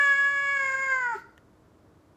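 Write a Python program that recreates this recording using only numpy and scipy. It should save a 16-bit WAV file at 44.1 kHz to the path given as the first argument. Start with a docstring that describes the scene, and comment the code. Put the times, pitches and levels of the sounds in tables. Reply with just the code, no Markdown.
"""One long, close cat meow in a living room, already under way at the start.
Vocal-fold harmonics pass through throat and mouth: the pitch holds, steps down, then sinks as the
mouth narrows and the throat rasps. The mouth shuts with a short nasal hum and a puff of hiss.
The room rings briefly and a small wet lip click follows.
Low rumble, two faint appliance tones and microphone hiss stay underneath."""
import sys
import numpy as np
from scipy import signal
from scipy.fft import rfft, irfft, next_fast_len
from scipy.io import wavfile
from scipy.ndimage import map_coordinates

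SR = 44100
rng = np.random.default_rng(int(sys.argv[2]) if len(sys.argv) > 2 else 0)


def generate_wav(signal):
    """Clip the signal to [-1, 1] and save it as 16-bit WAV at the path in sys.argv[1]."""
    frames = np.transpose(np.atleast_2d(signal))
    scaled = np.clip(frames, -1, 1) * 32767
    pcm = np.round(scaled).astype(np.int16)
    wavfile.write(sys.argv[1], SR, pcm)


N = 95388


def meow(t):
    """Vocal-fold harmonics shaped by throat and mouth, rougher as the mouth narrows."""
    # t/s, f/Hz
    pitch = [(0.015, 569.2), (0.08, 562.3), (0.15, 558.1), (0.3, 563.5), (0.45, 560.6), (0.55, 559.9),
             (0.6, 549.7), (0.66, 539.2), (0.72, 533.5), (0.82, 539.1), (0.9, 531.1), (0.99, 512.6),
             (1.06, 487), (1.12, 463.8), (1.15, 426)]
    # t/s, level/dB
    effort = [(0.01, -19), (0.028, -19), (0.19, -24.5), (0.244, -24), (0.394, -29), (0.494, -26.5),
              (0.892, -27), (0.91, -25), (1.0, -28.5), (1.056, -27), (1.136, -30.5), (1.17, -50.5)]
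    # t/s, narrowing/0-1, mouth resonance f/Hz
    mouth = [(0, 0, 1765), (.25, .05, 1710), (.38, 0.3, 1944), (.53, .3, 2085), (.58, .45, 1850),
             (.62, 0.7, 2044), (.72, .95, 1840), (.93, 0.99, 1826), (1.06, 1, 1615), (1.14, 1, 1050)]
    jitter, drift, shimmer_db, flutter_db = 0.0016, 0.0021, 0.4326, 1.35
    stop_s, release_s, muffle_from_s = 1.165, 0.01, 0.98
    pitch_hz, = curves(pitch, t)
    effort_db, = curves(effort, t)
    narrowing, mouth_hz = curves(mouth, t)
    catch = swell(t, centre_s=0.597, width_s=0.02)  # voice catches at the pitch step
    roughness = 1 + 1.3 * narrowing + 2.5 * catch
    pitch_ratio = 1 + roughness * jitter * wobble(t, per_s=350) + drift * wobble(t, per_s=55)
    phase = 2 * np.pi * np.cumsum(pitch_hz * pitch_ratio) / SR
    harmonic = np.arange(1, 28)[:, None]
    closing = np.clip((t - muffle_from_s) / (stop_s - muffle_from_s), 0, 1)
    gains = vocal_tract(harmonic * pitch_hz, narrowing, mouth_hz, closing)
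    wobbles = np.array([wobble(t, per_s=70) for _ in harmonic])
    flutter = amp(flutter_db * narrowing * (harmonic > 2) * wobbles)
    voice = (gains * flutter * np.sin(harmonic * phase)).sum(0)
    voice /= np.sqrt((gains ** 2).sum(0) / 2)
    voice *= amp(effort_db + shimmer_db * roughness * wobble(t, per_s=130))
    release = np.clip((stop_s - t) / release_s + 1, 0, 1)
    return (voice + breath(t, phase, narrowing)) * release


def vocal_tract(hz, narrowing, mouth_hz, closing):
    """Gain of throat and mouth resonance; the closing lips muffle the upper overtones."""
    # throat, mouth wide: f/Hz, gain/dB
    wide = [(560, -16.5), (1130, -8), (1700, -5), (2260, -9), (2820, -17.5), (3390, -20), (3950, -36.5),
            (5100, -30.5), (5900, -49.5), (6900, -28), (8000, -35.5), (9300, -50), (15000, -61.5)]
    # throat, mouth narrowed: f/Hz, gain/dB
    narrow = [(460, -17), (540, -8.5), (900, 5), (1080, -2), (1600, -1.5), (2150, -6), (2550, -23),
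              (2750, -22), (3250, -26), (3900, -37), (4300, -33), (4800, -25), (5800, -38), (6400, -30.5),
              (7000, -16.5), (7600, -33), (8300, -48.5), (9000, -66), (15000, -60.5)]
    peak_db, half_width_hz = 13.5, 353
    muffle_db, muffle_above_hz = 5, 2350
    throat_db = (1 - narrowing) * along(wide, hz) + narrowing * along(narrow, hz)
    mouth_db = peak_db / (1 + ((hz - mouth_hz) / half_width_hz) ** 2)
    lip_loss_db = muffle_db * closing / (1 + (muffle_above_hz / hz) ** 10)
    return amp(throat_db + mouth_db - lip_loss_db)


def breath(t, phase, narrowing):
    """Air let through the folds once a cycle; the narrowed throat adds rasp."""
    # f/Hz, relative level/dB
    air_spectrum = [(300, -21.5), (800, -10), (1100, -13.5), (1320, -7), (1700, 2), (2000, -16.5),
                    (2350, -0.5), (2650, -5), (3000, -18), (3300, -8.5), (3900, -22.5), (5100, -9),
                    (6000, -18.5), (7100, -3), (8200, -15), (9200, -50), (10800, -24), (12300, -44.5),
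                    (14500, -24.5), (15500, -31)]
    # t/s, level/dB
    air_level = [(0, -49.5), (.06, -46), (.2, -52.5), (.45, -53), (.72, -51), (.88, -57.5), (1.05, -64),
                 (1.15, -57.5)]
    # f/Hz, relative level/dB
    rasp_spectrum = [(1250, -40), (1480, -9), (1800, 7), (2050, -4), (2280, -12), (2450, -51)]
    folds_open = 1 + np.cos(phase)
    air_db, = curves(air_level, t)
    air = amp(air_db) * noise(t, air_spectrum, gate=folds_open)
    rasp = amp(-54) * narrowing * noise(t, rasp_spectrum, gate=folds_open)
    return air + rasp


def mouth_shuts(t):
    """The last few cycles hum through the nose, with a puff of hiss."""
    # f/Hz, relative level/dB
    puff_spectrum = [(500, -4), (2500, -2), (3800, -8), (4650, -1.5), (5600, -11.5), (7000, -9),
                     (9000, -20.5), (15000, -15.5)]
    hum_hz, hum_db, puff_db = 401, -36.5, -59
    hum = amp(hum_db) * np.sqrt(2) * np.sin(2 * np.pi * hum_hz * t)
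    puff = amp(puff_db) * noise(t, puff_spectrum)
    return hum * swell(t, centre_s=1.16, width_s=0.0068) + puff * swell(t, centre_s=1.18, width_s=0.028)


def lip_click(t):
    """A tiny wet smack: three quick cracks, each with short resonances."""
    # t/s, gain/dB
    clicks = [(1.3762, -56), (1.379, -43.5), (1.385, -56)]
    # f/Hz, relative level/dB, t60/s
    modes = [(1870, -1, 0.011), (2946, -1, 0.0044), (6450, -6, .002)]
    crack_db, crack_t60_s = -13, 0.0023
    smack = np.zeros(len(t))
    age_s = np.arange(SR // 20) / SR
    ring = sum(amp(db - 60 * age_s / t60_s) * np.sin(2 * np.pi * hz * age_s) for hz, db, t60_s in modes)
    for onset_s, gain_db in clicks:
        crack = amp(crack_db - 60 * age_s / crack_t60_s) * rng.standard_normal(len(age_s))
        start = np.searchsorted(t, onset_s)
        smack[start:start + len(age_s)] += amp(gain_db) * (ring + crack)
    return smack


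def room(x):
    """Reverberation of x from a decaying noise tail; the top treble dies first."""
    # f/Hz, t60/s
    decay = [(200, .55), (400, .5), (900, .42), (1400, 0.47), (2400, 0.44), (4700, .6), (7000, .3),
             (12000, 0.067)]
    # f/Hz, relative gain/dB
    colour = [(330, 0), (420, -5), (600, -9.5), (1100, -6.5), (1400, 1.5), (1700, -5.5), (2000, 0.5),
              (2400, -3), (4100, -7.5), (4650, 2), (5200, -3), (7000, 1), (12000, -5.5)]
    delay_s, wet_db = 0.008, -10
    hz, age_s, spectra = signal.stft(rng.standard_normal(SR // 2), SR, nperseg=256)
    fade = amp(-60 * age_s / along(decay, hz)[:, None])
    _, tail = signal.istft(spectra * fade, SR, nperseg=256)
    tail = np.pad(tail / np.linalg.norm(tail), (round(delay_s * SR), 0))
    reverb = signal.fftconvolve(x, tail)[:len(x)]
    return filtered(reverb, lambda hz: amp(wet_db + along(colour, hz)))


def background(t):
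    """Low household rumble, two wavering appliance tones and microphone hiss."""
    # appliance tones: f/Hz, level/dB
    drones = [(87, -71.5), (312, -68)]
    # f/Hz, relative level/dB
    rumble_spectrum = [(12, -53), (20, -21.5), (76, -2), (245, -9.5), (307, -8.5), (437, -11), (471, -11),
                       (508, -14), (652, -13), (777, -19.5), (1080, -17.5), (2590, -34.5), (8000, -40.5),
                       (10400, -75.5), (17600, -120)]
    # f/Hz, relative level/dB
    hiss_spectrum = [(3000, -7.5), (8000, -3.5), (10000, 1.5), (15000, -5)]
    rumble_db, hiss_db = -58.5, -82.5
    tones = sum(amp(db) * np.sqrt(2) * np.sin(2 * np.pi * hz * t + wobble(t, per_s=14))
                for hz, db in drones)
    return amp(rumble_db) * noise(t, rumble_spectrum) + tones + amp(hiss_db) * noise(t, hiss_spectrum)


def amp(db):
    """Decibels to gain."""
    return 10 ** (np.asarray(db) / 20)


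def unit(x):
    """x at rms 1."""
    return x / np.sqrt(np.mean(x ** 2) + 1e-20)


def along(points, hz):
    """Rows of (f/Hz, value) interpolated on a log frequency axis."""
    knots_hz, values = np.transpose(points)
    return np.interp(np.log(hz + 1), np.log(knots_hz + 1), values)


def curves(rows, t):
    """Each column after t/s, interpolated at times t."""
    knots_s, *columns = np.transpose(rows)
    return [np.interp(t, knots_s, column) for column in columns]


def wobble(t, per_s):
    """Smooth random curve, per_s knots a second."""
    position = (t - t[0]) * per_s
    return map_coordinates(rng.standard_normal(len(t) // 10), [position], mode="mirror")


def filtered(x, gain):
    """Zero-phase filter with response gain(hz)."""
    size = next_fast_len(len(x) + SR // 2)
    return irfft(rfft(x, size) * gain(np.fft.rfftfreq(size, 1 / SR)), size)[:len(x)]


def noise(t, spectrum, gate=1):
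    """Noise of rms 1, gated, then coloured."""
    white = gate * rng.standard_normal(len(t))
    return unit(filtered(white, lambda hz: amp(along(spectrum, hz))))


def swell(t, centre_s, width_s):
    """Gaussian envelope."""
    return np.exp(-0.5 * ((t - centre_s) / width_s) ** 2)


def scene():
    """The cat in its room, already ringing at t = 0; the click is close and dry."""
    lead_s = 0.3
    t = np.arange(-round(lead_s * SR), N) / SR
    cat = meow(t) + mouth_shuts(t)
    return (cat + room(cat) + lip_click(t) + background(t))[None, -N:]


def record(dry):
    """The camera thins the deep bass and passes nothing above its band limit."""
    low_cut_hz, top_hz = 48, 15300
    return filtered(dry[0], lambda hz: (hz < top_hz) * hz ** 2 / np.hypot(hz ** 2, low_cut_hz ** 2))[None]


dry = scene()
out = record(dry)
generate_wav(out)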